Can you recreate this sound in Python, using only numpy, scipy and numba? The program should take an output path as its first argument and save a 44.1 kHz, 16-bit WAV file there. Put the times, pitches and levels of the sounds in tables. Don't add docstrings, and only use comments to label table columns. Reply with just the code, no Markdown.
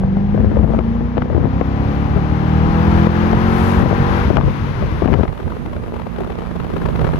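import sys
import numpy as np
from scipy import signal
from scipy.fft import rfft, irfft, next_fast_len
from scipy.io import wavfile
from numba import njit

SR = 44100
rng = np.random.default_rng(int(sys.argv[2]) if len(sys.argv) > 2 else 0)


def to_wav(sig):
    pcm = np.clip(np.atleast_2d(sig), -1, 1) * 32767
    pcm = np.round(pcm).astype(np.int16)
    wavfile.write(sys.argv[1], SR, pcm.T)


N = 317386

# (time [s], speed [turns/s])
CRANK_SPEED = [(0.0, 47.2), (0.8, 56.1), (1.2, 61), (1.6, 66.6), (2.0, 71.6), (2.4, 76.7), (2.7, 80.85),
               (2.9, 83), (3.15, 85.1), (3.35, 88.3), (3.6, 91.25), (3.9, 94.2), (4.1, 96.1), (4.3, 97.5),
               (4.42, 92), (4.6, 93), (5.0, 79), (5.3, 67.5), (5.6, 60), (5.8, 58.5), (6.5, 58), (6.75, 57),
               (7.2, 50.3)]
# (time [s], relative boom of the low orders [dB], relative roar [dB])
ENGINE_LOAD = [(0.0, -34, -45), (0.7, -34, -45.5), (1.3, -32.5, -43.5), (1.8, -28, -37), (2.3, -28, -36.5),
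               (2.55, -23.5, -33), (2.95, -21, -27.5), (3.2, -22, -29), (3.72, -20.5, -26),
               (3.88, -26, -29.5), (4.2, -26, -26), (4.45, -33, -33.5), (5.2, -41, -35), (5.6, -42.5, -32),
               (6.7, -42, -52), (7.2, -49, -59)]
# (frequency [Hz], left gain [dB], right gain [dB])
PATH_TO_EARS = [(48.0, 1.0, -1.0), (75.0, 3.0, 1.5), (111.0, 7.5, 3.0), (133.0, -1.0, 0.5),
                (154.0, 5.0, 7.0), (175.0, -1.0, 1.0), (200.0, 0.5, -0.5), (227.0, -0.5, -2.0),
                (250.0, -8.5, -4.0), (275.0, -8.0, -9.5), (312.0, -7.0, -15.5), (340.0, -2.0, -9.0),
                (375.0, -3.5, -12.5), (414.0, -8.5, -8.0), (450.0, -2.5, -9.5), (490.0, 0.5, -2.0),
                (530.0, -8.0, -6.5), (580.0, -3.5, -9.0), (630.0, -5.0, -14.0), (690.0, -3.0, -7.5),
                (740.0, -1.0, -5.5), (780.0, 3.5, -5.5), (830.0, 2.0, -9.0), (880.0, -1.5, -10.5),
                (940.0, -1.0, -11.0), (1000.0, -1.0, -8.5), (1060.0, -2.0, -15.5), (1110.0, -8.5, -15.0),
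                (1170.0, -2.0, -9.5), (1230.0, -1.5, -11.0), (1300.0, -2.0, -12.0), (1370.0, -3.0, -8.5),
                (1450.0, -6.5, -13.5), (1550.0, -5.0, -20.0), (1680.0, -3.5, -18.0), (1800.0, -9.5, -20.5)]
# (time [s], relative rumble [dB], relative rush [dB], relative hiss [dB])
CABIN_AIR = [(0.0, -26, -44.5, -82), (0.7, -33.5, -39.5, -63), (1.25, -37, -44, -78),
             (1.85, -30, -36, -62.5), (4.4, -23.5, -36, -57.5), (5.6, -30, -37.5, -58),
             (6.3, -32, -31.5, -58.5), (6.9, -23.5, -29, -54.5), (7.2, -20, -26, -53)]
# (frequency [Hz], relative level [dB])
CRACKLE_SPECTRUM = [(200, -25), (600, 10), (1100, 10), (2000, -1), (3200, -8.5), (5000, -22), (8000, -39),
                    (14000, -37)]
# (frequency [Hz], relative level [dB])
PUFF_SPECTRUM = [(150, -48), (300, 9), (450, 9.5), (700, -2.5), (1100, -5), (2000, -23.5), (3200, -23.5),
                 (5000, -35.5), (8000, -43), (14000, -41)]

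LEFT_LEAD_S = 0.0003
FIRINGS_PER_TURN = 4
LIFT_OFF_S, CLOSING_S = 4.25, 0.065
THIN_S, THINNING_S = 5.245, 0.017


def exhaust(speed, turns, low_rough=0.06, high_rough=0.3, boom_hz=220, rasp_hz=600, uneven_db=1.25):
    # (multiple of crank speed, relative level at low revs [dB], relative level at high revs [dB])
    firing_orders = [(1.0, 12.5, 0.5), (1.5, 2.5, -0.5), (2.0, 1.5, 3.5), (2.5, -1.0, 6.5), (3.0, 5.5, 2.0),
                     (3.5, 6.0, 5.0), (4.0, 19.0, 8.0), (4.5, -3.0, -2.0), (5.0, 5.0, 5.0),
                     (5.5, 2.0, -5.0), (6.0, -2.0, 4.5), (6.5, 2.0, -0.5), (7.0, 4.0, -3.0),
                     (7.5, 0.5, -3.5), (8.0, 9.0, 3.0)]
    # (multiple of crank speed, relative level [dB])
    upper_orders = [(8.5, 3.0), (9.0, -0.5), (9.5, -1.0), (10.0, 3.5), (10.5, 2.0), (11.0, 1.5),
                    (11.5, -0.5), (12.0, 1.0), (12.5, -5.5), (13.0, -5.5), (13.5, -3.5), (14.0, 0.0),
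                    (14.5, 1.0), (15.0, -3.5), (15.5, 0.0), (16.0, 0.0), (16.5, -1.5), (17.0, -4.5),
                    (17.5, -2.0), (18.0, -4.5), (18.5, -3.5), (19.0, -5.0), (19.5, -4.5), (20.0, -4.5),
                    (20.5, -5.5), (21.0, -7.5)]
    low_revs, high_revs = 55, 87.4

    out = np.zeros((2, N))
    coarse = np.arange(0, N, 64)
    boom_db = in_time(ENGINE_LOAD)[0][coarse]
    rasp_db = rasp_level()[coarse]
    revved = np.clip((speed[coarse] - low_revs) / (high_revs - low_revs), 0, 1)
    orders = [(multiple, slow_db + revved * (fast_db - slow_db))
              for multiple, slow_db, fast_db in firing_orders]
    stroke_db = uneven_db * drift(40)[coarse]

    for multiple, own_db in orders + list(upper_orders):
        hz = multiple * speed[coarse]
        high = np.clip(np.log(hz / boom_hz) / np.log(rasp_hz / boom_hz), 0, 1)
        level_db = own_db + (1 - high) * (boom_db + stroke_db) + high * rasp_db
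        rough = low_rough + (high_rough - low_rough) * high.mean()
        swell = 1 + rough * drift(9.0)
        scatter = rng.random() * (multiple > 2.5)
        phase = 2 * np.pi * (multiple * turns + scatter) + rough * drift(0.97)
        for side in range(2):
            path_db = at_hz(PATH_TO_EARS, hz, channels=side + 1)
            gain = np.interp(np.arange(N), coarse, from_db(level_db + path_db))
            lag = 2 * np.pi * multiple * speed * LEFT_LEAD_S * side
            out[side] += gain * swell * np.sin(lag - phase)
    return out


def rasp_level(offset_db=-3.5, revs_db=-0.1863, pivot=82.8, shut_loss_db=21):
    easing_db = revs_db * (in_time(CRANK_SPEED)[0] - pivot)
    roar_db = in_time(ENGINE_LOAD)[1]
    return roar_db + offset_db + easing_db - shut_loss_db * ramp(LIFT_OFF_S, CLOSING_S)


def snarl(turns, level_db=-5.5, right_db=-12.5, firing=0.62, flutter_db=2.5, count=420, size=8192):
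    # (frequency [Hz], relative level [dB])
    snarl_spectrum = [(1000, -18.5), (1400, 2), (1800, 4), (2600, -8), (3300, -13), (4800, -26.5),
                      (5600, -30.5), (6150, -33.5), (7200, -27), (9500, -59), (12500, -25.5),
                      (14500, -32.5)]
    cycle = irfft(rng.standard_normal(count) + 1j * rng.standard_normal(count), size)
    ragged = np.interp(turns / 2, np.arange(size) / size, cycle, period=1)
    throb = 1 + firing * np.cos(2 * np.pi * FIRINGS_PER_TURN * turns)
    level = from_db(rasp_level() + level_db + flutter_db * drift(8.1))
    return from_db([[0], [right_db]]) * level * colour(ragged * throb, snarl_spectrum)


def drone(speed, turns, rough=0.19, hum_order=3, hum_db=-24.5, burble_order=1.5, burble_db=-11.5):
    coasting_s = np.maximum(np.arange(N) / SR - LIFT_OFF_S, 0)
    resonance_db = at_hz(PATH_TO_EARS, hum_order * speed, channels=2)
    hum = ramp(5.69, 1) * from_db(hum_db + resonance_db)
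    fading = from_db(burble_db - 30 * coasting_s)
    burble = ramp(LIFT_OFF_S + CLOSING_S, CLOSING_S) * fading
    out = 0
    for multiple, gain in [(hum_order, hum), (burble_order, burble)]:
        swell = 1 + rough * drift(3.1)
        out = out + gain * swell * np.sin(2 * np.pi * multiple * turns + rough * drift(4.0))
    return out


def buffeting(lumpy_db=5.0, spiky_db=7.5, breeze_db=-25.5):
    # (frequency [Hz], relative level [dB])
    eddy_spectrum = [(20, -41), (35, -18), (60, 5), (120, -3), (250, -8), (500, -15.5), (1000, -29.5),
                     (2000, -42), (4000, -73), (8000, -84)]
    uneven_db = lumpy_db * np.tanh(drift(13)) + spiky_db * np.clip(drift(640), -2, 2)
    steps = rng.standard_normal(N) * from_db(uneven_db)
    return (from_db(breeze_db) + gust_strength()) * colour(steps, eddy_spectrum)


def gust_strength(attack_s=0.013, release_s=0.023):
    # (start [s], length [s], level [dB])
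    gust_rows = [(0.33, 0.22, -13.5), (0.541, 0.26, -12), (1.297, 0.17, -14.5), (2.145, 0.033, -8),
                 (3.223, 0.055, -15), (3.757, 0.094, -10.5), (4.27, 0.22, -15), (4.808, 0.032, -15.5),
                 (5.019, 0.202, -10.5), (5.465, 0.37, -38), (6.92, 0.5, -27.5)]
    out = 0
    for start_s, length_s, db in gust_rows:
        rise = ramp(start_s, attack_s)
        out = out + from_db(db) * (rise - rise * ramp(start_s + length_s, release_s))
    return out


def slaps(thud_db=-5.5, spike_db=2.0, recoil_db=0.0, crack_db=0.5, crack_s=0.0021, rise_s=0.0019,
          thud_s=0.0044, lead_s=0.002026, spike_s=0.0005, count=500):
    # (time [s], relative peak [dB], relative crack [dB])
    large_slaps = [(0.034, -9, -48), (0.168, -9.5, -25), (0.345, -8, -29), (0.375, -8, -24),
                   (0.568, -8, -30), (0.643, -3, -32), (0.674, -13, -29), (0.718, -16, -39),
                   (0.734, -6.5, -42), (0.745, -10, -37), (0.788, -5.5, -15), (0.805, -13, -39),
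                   (0.951, -15, -44), (1.006, -13, -47), (1.169, -6.5, -20), (1.178, -5, -15),
                   (1.219, -9, -11.5), (1.255, -13, -46), (1.299, -8, -43), (1.325, -18, -36),
                   (1.346, -8.5, -41), (1.373, -19, -36), (1.611, -2, -18), (3.069, 0, -17),
                   (3.3295, -1, -15), (3.858, 0.5, -37), (3.9097, -3, -32), (3.927, -4.5, -25),
                   (4.194, -9, -32), (4.302, -3, -26), (4.307, -13, -29), (4.36, -10, -32), (4.368, -2, -3),
                   (4.377, -0.5, -30), (4.383, -1, -18), (4.401, -13, -19), (4.409, -7, -11),
                   (4.428, -19, -32), (4.48, -8, -24), (4.823, -9, -28), (5.0198, -3.5, -24),
                   (5.023, -13, -28), (5.035, -14, -30), (5.045, -11, -31), (5.056, 0, -13),
                   (5.075, -8, -10.5), (5.083, -7, -32), (5.121, -13, -33), (5.1294, -2.5, -10.5),
                   (5.1372, -2, -3.5), (5.144, -10, -12), (5.186, -13, -27), (5.197, -15, -30),
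                   (5.2318, 0.5, -14), (5.251, -12, -20)]
    # (frequency before a random stretch [Hz], relative level [dB], decay [s])
    port_rings = [(111, -0.5, 0.004), (330, -11, 0.002), (650, -18, 0.00088), (1020, -18, 0.0012)]
    # (frequency [Hz], relative level [dB])
    thud_spectrum = [(40, 6), (90, 5.5), (300, 4), (600, 3), (1100, -11.5), (2000, -30.5), (5000, -90.5)]
    # (frequency [Hz], relative level [dB])
    crack_spectrum = [(300, -4.5), (1100, 4), (2500, -10.5), (5000, -27.5), (8000, -44), (10000, -49),
                      (14000, -68)]

    out, thud, crack = np.zeros(N), noise(thud_spectrum), noise(crack_spectrum)
    stretches = np.exp(rng.normal(0, 0.11, count))
    for (s, peak_db, bright_db), stretch in zip(list(large_slaps) + small_slaps(), stretches):
        at = np.arange(int(s * SR), min(int((s + .06) * SR), N))
        t = (at - at[0]) / SR
        after = np.maximum(t - lead_s, 0)
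        body = thud[at] * (1 - np.exp(-t / rise_s)) * np.exp(-t / thud_s)
        body = 2 * body / (np.abs(body).max() + 1e-20)
        spike = (after / spike_s * np.exp(1 - after / spike_s)) ** 3
        recoil = np.zeros(len(t))
        for k, (hz, db, decay) in enumerate(port_rings):
            ring = np.sin(2 * np.pi * hz * stretch * after) * np.exp(-after / decay)
            recoil += (-1) ** (k + 1) * from_db(db) * ring
        pressure = from_db(thud_db) * body + from_db(spike_db) * spike + from_db(recoil_db) * recoil
        out[at] += from_db(peak_db) * pressure
        crack_shape = np.minimum(t / lead_s, 1) ** 2 * np.exp(-after / crack_s)
        out[at] += from_db(bright_db + crack_db) * crack[at] * crack_shape
    return signal.sosfilt(signal.butter(2, 5500, fs=SR, output="sos"), out)


def small_slaps(per_s=26, peak_db=-10, crack_db=-26, spread_db=3.0, count=400):
    draws, gust = rng.random((count, 2)), gust_strength()
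    times = np.cumsum(.5 + draws[:, 0]) / per_s
    rows = []
    for s, size in zip(times, 2 * draws[:, 1] - 1):
        if s * SR < N and gust[int(s * SR)] > 0:
            db = 20 * np.log10(gust[int(s * SR)]) + spread_db * size
            rows.append((s, db + peak_db, db + crack_db))
    return rows


def sputters(puff_db=-0.5, crackle_db=5.0, puff_s=0.007, crackle_s=0.0019):
    # (time [s], relative puff [dB], relative crackle [dB])
    sputter_rows = [(5.281, -26, -24), (5.329, -24, -29), (5.378, -24, -31), (5.402, -21, -31),
                    (5.43, -26, -30), (5.48, -24, -29), (5.505, -24, -30), (5.522, -24, -28),
                    (5.569, -24, -34), (5.662, -22, -29), (5.734, -21, -31), (5.766, -23, -29),
                    (5.839, -23, -31), (5.882, -24, -36), (5.943, -22, -29), (5.965, -22, -31),
                    (5.999, -22, -31), (6.019, -26, -27), (6.069, -23, -29), (6.163, -25, -29),
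                    (6.187, -20, -29), (6.207, -17, -32), (6.247, -21, -29), (6.275, -22, -34),
                    (6.303, -19, -30), (6.322, -30, -27), (6.387, -24, -33), (6.42, -23, -31),
                    (6.514, -22, -29), (6.56, -20, -30), (6.602, -20, -26), (6.647, -21, -35),
                    (6.705, -22, -33), (6.738, -19, -28), (6.768, -15, -24), (6.819, -18, -26),
                    (6.86, -15, -21), (6.889, -19, -20), (6.907, -19, -37), (6.96, -19, -22),
                    (6.994, -20, -21), (7.017, -14, -23), (7.047, -15, -20), (7.074, -16, -27)]
    t, puff, crackle = np.arange(N) / SR, np.zeros(N), np.zeros(N)
    for s, low_db, high_db in sputter_rows:
        near = slice(int((s - .04) * SR), int((s + .04) * SR))
        puff[near] += from_db(low_db + puff_db) * np.exp(-((t[near] - s) / puff_s) ** 2)
        crackle[near] += from_db(high_db + crackle_db) * np.exp(-np.abs(t[near] - s) / crackle_s)
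    return puff * noise(PUFF_SPECTRUM) + crackle * noise(CRACKLE_SPECTRUM)


def splutter(per_s=260, size_db=2.0, tick_s=0.00041, level_db=0.0, rustle_db=-8.5, hiss_db=-13.0):
    sizes = from_db(size_db * np.minimum(rng.exponential(1, N), 2))
    hits = (rng.random(N) < per_s / SR) * sizes
    keep = np.exp(-1 / (tick_s * SR))
    envelope = rms_one(signal.lfilter([1], [1, -2 * keep, keep ** 2], hits + 1e-18))
    puffs = from_db(level_db) * noise(PUFF_SPECTRUM) + from_db(rustle_db) * noise(CRACKLE_SPECTRUM)
    hiss = from_db(hiss_db) * noise(CRACKLE_SPECTRUM)
    return ramp(THIN_S, THINNING_S) * from_db(in_time(CABIN_AIR)[1]) * (envelope * puffs + hiss)


def rush(turns, firing=0.038, lope=0.076, rumble_db=5.5, left_db=5.5, right_db=-7, lumpy_db=2.5, beat=0.17):
    # (frequency [Hz], relative level [dB])
    rumble_spectrum = [(20, -33), (32, -8), (55, -1.5), (85, -3.5), (130, -7), (230, -13.5), (330, -22),
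                       (500, -23), (1000, -42.5), (3000, -83.5)]
    # (frequency [Hz], relative level [dB])
    roar_spectrum = [(150, -29), (300, 6.5), (500, 0), (680, -3), (1000, 5), (1400, -0.5), (2000, -4.5),
                     (3200, -13), (5000, -22), (6500, -27.5), (8000, -53), (14000, -41.5)]
    # (frequency [Hz], relative level [dB])
    hiss_spectrum = [(2500, 2.5), (5400, 3.5), (6150, 2.5), (7000, 2.5), (8000, -0.5), (9500, 4),
                     (12500, 2.5), (14500, -3.5)]

    air_rumble_db, air_roar_db, air_hiss_db = in_time(CABIN_AIR)
    engine_db = in_time(ENGINE_LOAD)[1]
    throttle = 1 - ramp(LIFT_OFF_S, CLOSING_S)

    roar_db = 20 * np.log10(np.hypot(from_db(air_roar_db), from_db(engine_db)))
    firings = firing * np.cos(2 * np.pi * FIRINGS_PER_TURN * turns)
    throb = 1 + throttle * (firings + lope * np.cos(2 * np.pi * turns))
    roar = from_db([roar_db + left_db, roar_db + right_db]) * stereo_noise(roar_spectrum, alike=0.21) * throb

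    shake = 1 + throttle * beat * np.cos(np.pi * turns)
    low_level = from_db(air_rumble_db + rumble_db + lumpy_db * drift(10))
    low = low_level * stereo_noise(rumble_spectrum, alike=0.68) * shake

    hiss_level = np.hypot(from_db(air_hiss_db), from_db(-9.5 + 1.625 * engine_db))
    swish_db = 7.5 * np.exp(-((np.arange(N) / SR - 3.65) / 0.16) ** 2)
    hiss = hiss_level * from_db(swish_db) * stereo_noise(hiss_spectrum, alike=0.043)
    return low + roar + hiss


def knocks(left_db=3.0, knock_s=0.0068):
    # (time [s], relative level [dB])
    knock_rows = [(5.525, -31), (5.669, -32), (6.205, -23), (6.374, -32)]
    # (frequency [Hz], relative level [dB])
    knock_spectrum = [(200, -23), (350, -2), (430, -4), (550, -11), (900, -19), (4000, -74)]
    t, envelope = np.arange(N) / SR, np.zeros(N)
    for s, db in knock_rows:
        age = np.maximum(t - s, 0) / knock_s
        envelope += from_db(db) * age * np.exp(1 - age)
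    return from_db([[left_db], [0]]) * envelope * noise(knock_spectrum)


def thumps(hz=69, width_s=0.028):
    # (time [s], level [dB])
    thump_rows = [(0.588, -20), (2.9, -11), (3.771, -12.5), (4.27, -11)]
    t, out = np.arange(N) / SR, np.zeros(N)
    for s, db in thump_rows:
        out += from_db(db) * np.exp(-((t - s) / width_s) ** 2) * np.sin(2 * np.pi * hz * (t - s))
    return out


def from_db(db):
    return 10 ** (np.asarray(db) / 20)


def rms_one(x):
    return x / np.sqrt(np.mean(x ** 2) + 1e-20)


def in_time(rows):
    s, *columns = np.transpose(rows)
    return [np.interp(np.arange(N) / SR, s, c) for c in columns]


def at_hz(points, hz, channels=1):
    points = np.array(points)
    return np.interp(np.log(hz), np.log(points[:, 0]), points[:, channels])


def ramp(start_s, length_s):
    return np.clip((np.arange(N) / SR - start_s) / max(length_s, 1 / SR), 0, 1)


def drift(rate):
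    r = np.exp(-80 * np.pi * rate / SR)
    slow = signal.lfilter([1], [1, -2 * r, r * r], rng.standard_normal(N // 40 + 2002))
    slow = slow[2000:]
    return np.interp(np.arange(N) / 40, np.arange(len(slow)), rms_one(slow))


def colour(x, spectrum):
    size = next_fast_len(N)
    hz = np.maximum(np.arange(size // 2 + 1) * SR / size, 1)
    return rms_one(irfft(rfft(x, size) * from_db(at_hz(spectrum, hz)), size)[:N])


def noise(spectrum):
    return colour(rng.standard_normal(N), spectrum)


def stereo_noise(spectrum, alike):
    share, shared = np.clip(alike, 0, 1), noise(spectrum)
    late = np.interp(np.arange(N) - LEFT_LEAD_S * SR, np.arange(N), shared)
    own = np.array([noise(spectrum), noise(spectrum)])
    return np.sqrt(share) * np.array([shared, late]) + np.sqrt(1 - share) * own


def scene(wobble=0.00079, lee_db=-26, thin_loss_db=17):
    speed = in_time(CRANK_SPEED)[0] * (1 + wobble * drift(7.6))
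    turns = np.cumsum(speed) / SR
    left, right = exhaust(speed, turns) + snarl(turns) + drone(speed, turns) + rush(turns)
    wind = buffeting() + slaps() + splutter() + sputters()
    left = left * from_db(-thin_loss_db * ramp(THIN_S, THINNING_S)) + wind
    right = right + from_db(lee_db) * wind
    return np.array([left, right]) + knocks() + thumps()


@njit
def high_pass(x, step):
    out, low, band = np.zeros(len(x)), 0.0, 0.0
    for i in range(len(x)):
        low += step[i] * band
        out[i] = x[i] - low - np.sqrt(2) * band
        band += step[i] * out[i]
    return out


def limiter(x, top_db=0.0, release_db_per_s=70, attack_s=0.0023):
    over = np.maximum(20 * np.log10(np.abs(x).max(axis=0) + 1e-20) - top_db, 0)
    recovered = release_db_per_s * np.arange(N) / SR
    cut_db = np.maximum.accumulate(over + recovered) - recovered
    keep = np.exp(-1 / (attack_s * SR))
    return x * from_db(-signal.lfilter([1 - keep], [1, -keep], cut_db))


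def record(dry, cutoff_hz=14650):
    # (time [s], corner of each of two passes [Hz])
    bass_corner = [(5.245, 19), (5.27, 290), (5.43, 170), (5.5, 89), (5.88, 77), (6.0, 276), (6.6, 185),
                   (7.15, 65)]
    step = 2 * np.pi * np.clip(in_time(bass_corner)[0], 1, 2000) / SR
    left = high_pass(high_pass(dry[0], step), step)
    both = limiter(np.array([left, dry[1]]))
    rounded = both / (1 + both ** 6) ** (1 / 6)
    top_cut = signal.cheby2(16, 70, cutoff_hz + 500, fs=SR, output="sos")
    return signal.sosfilt(top_cut, rounded)


dry = scene()
out = record(dry)
to_wav(out)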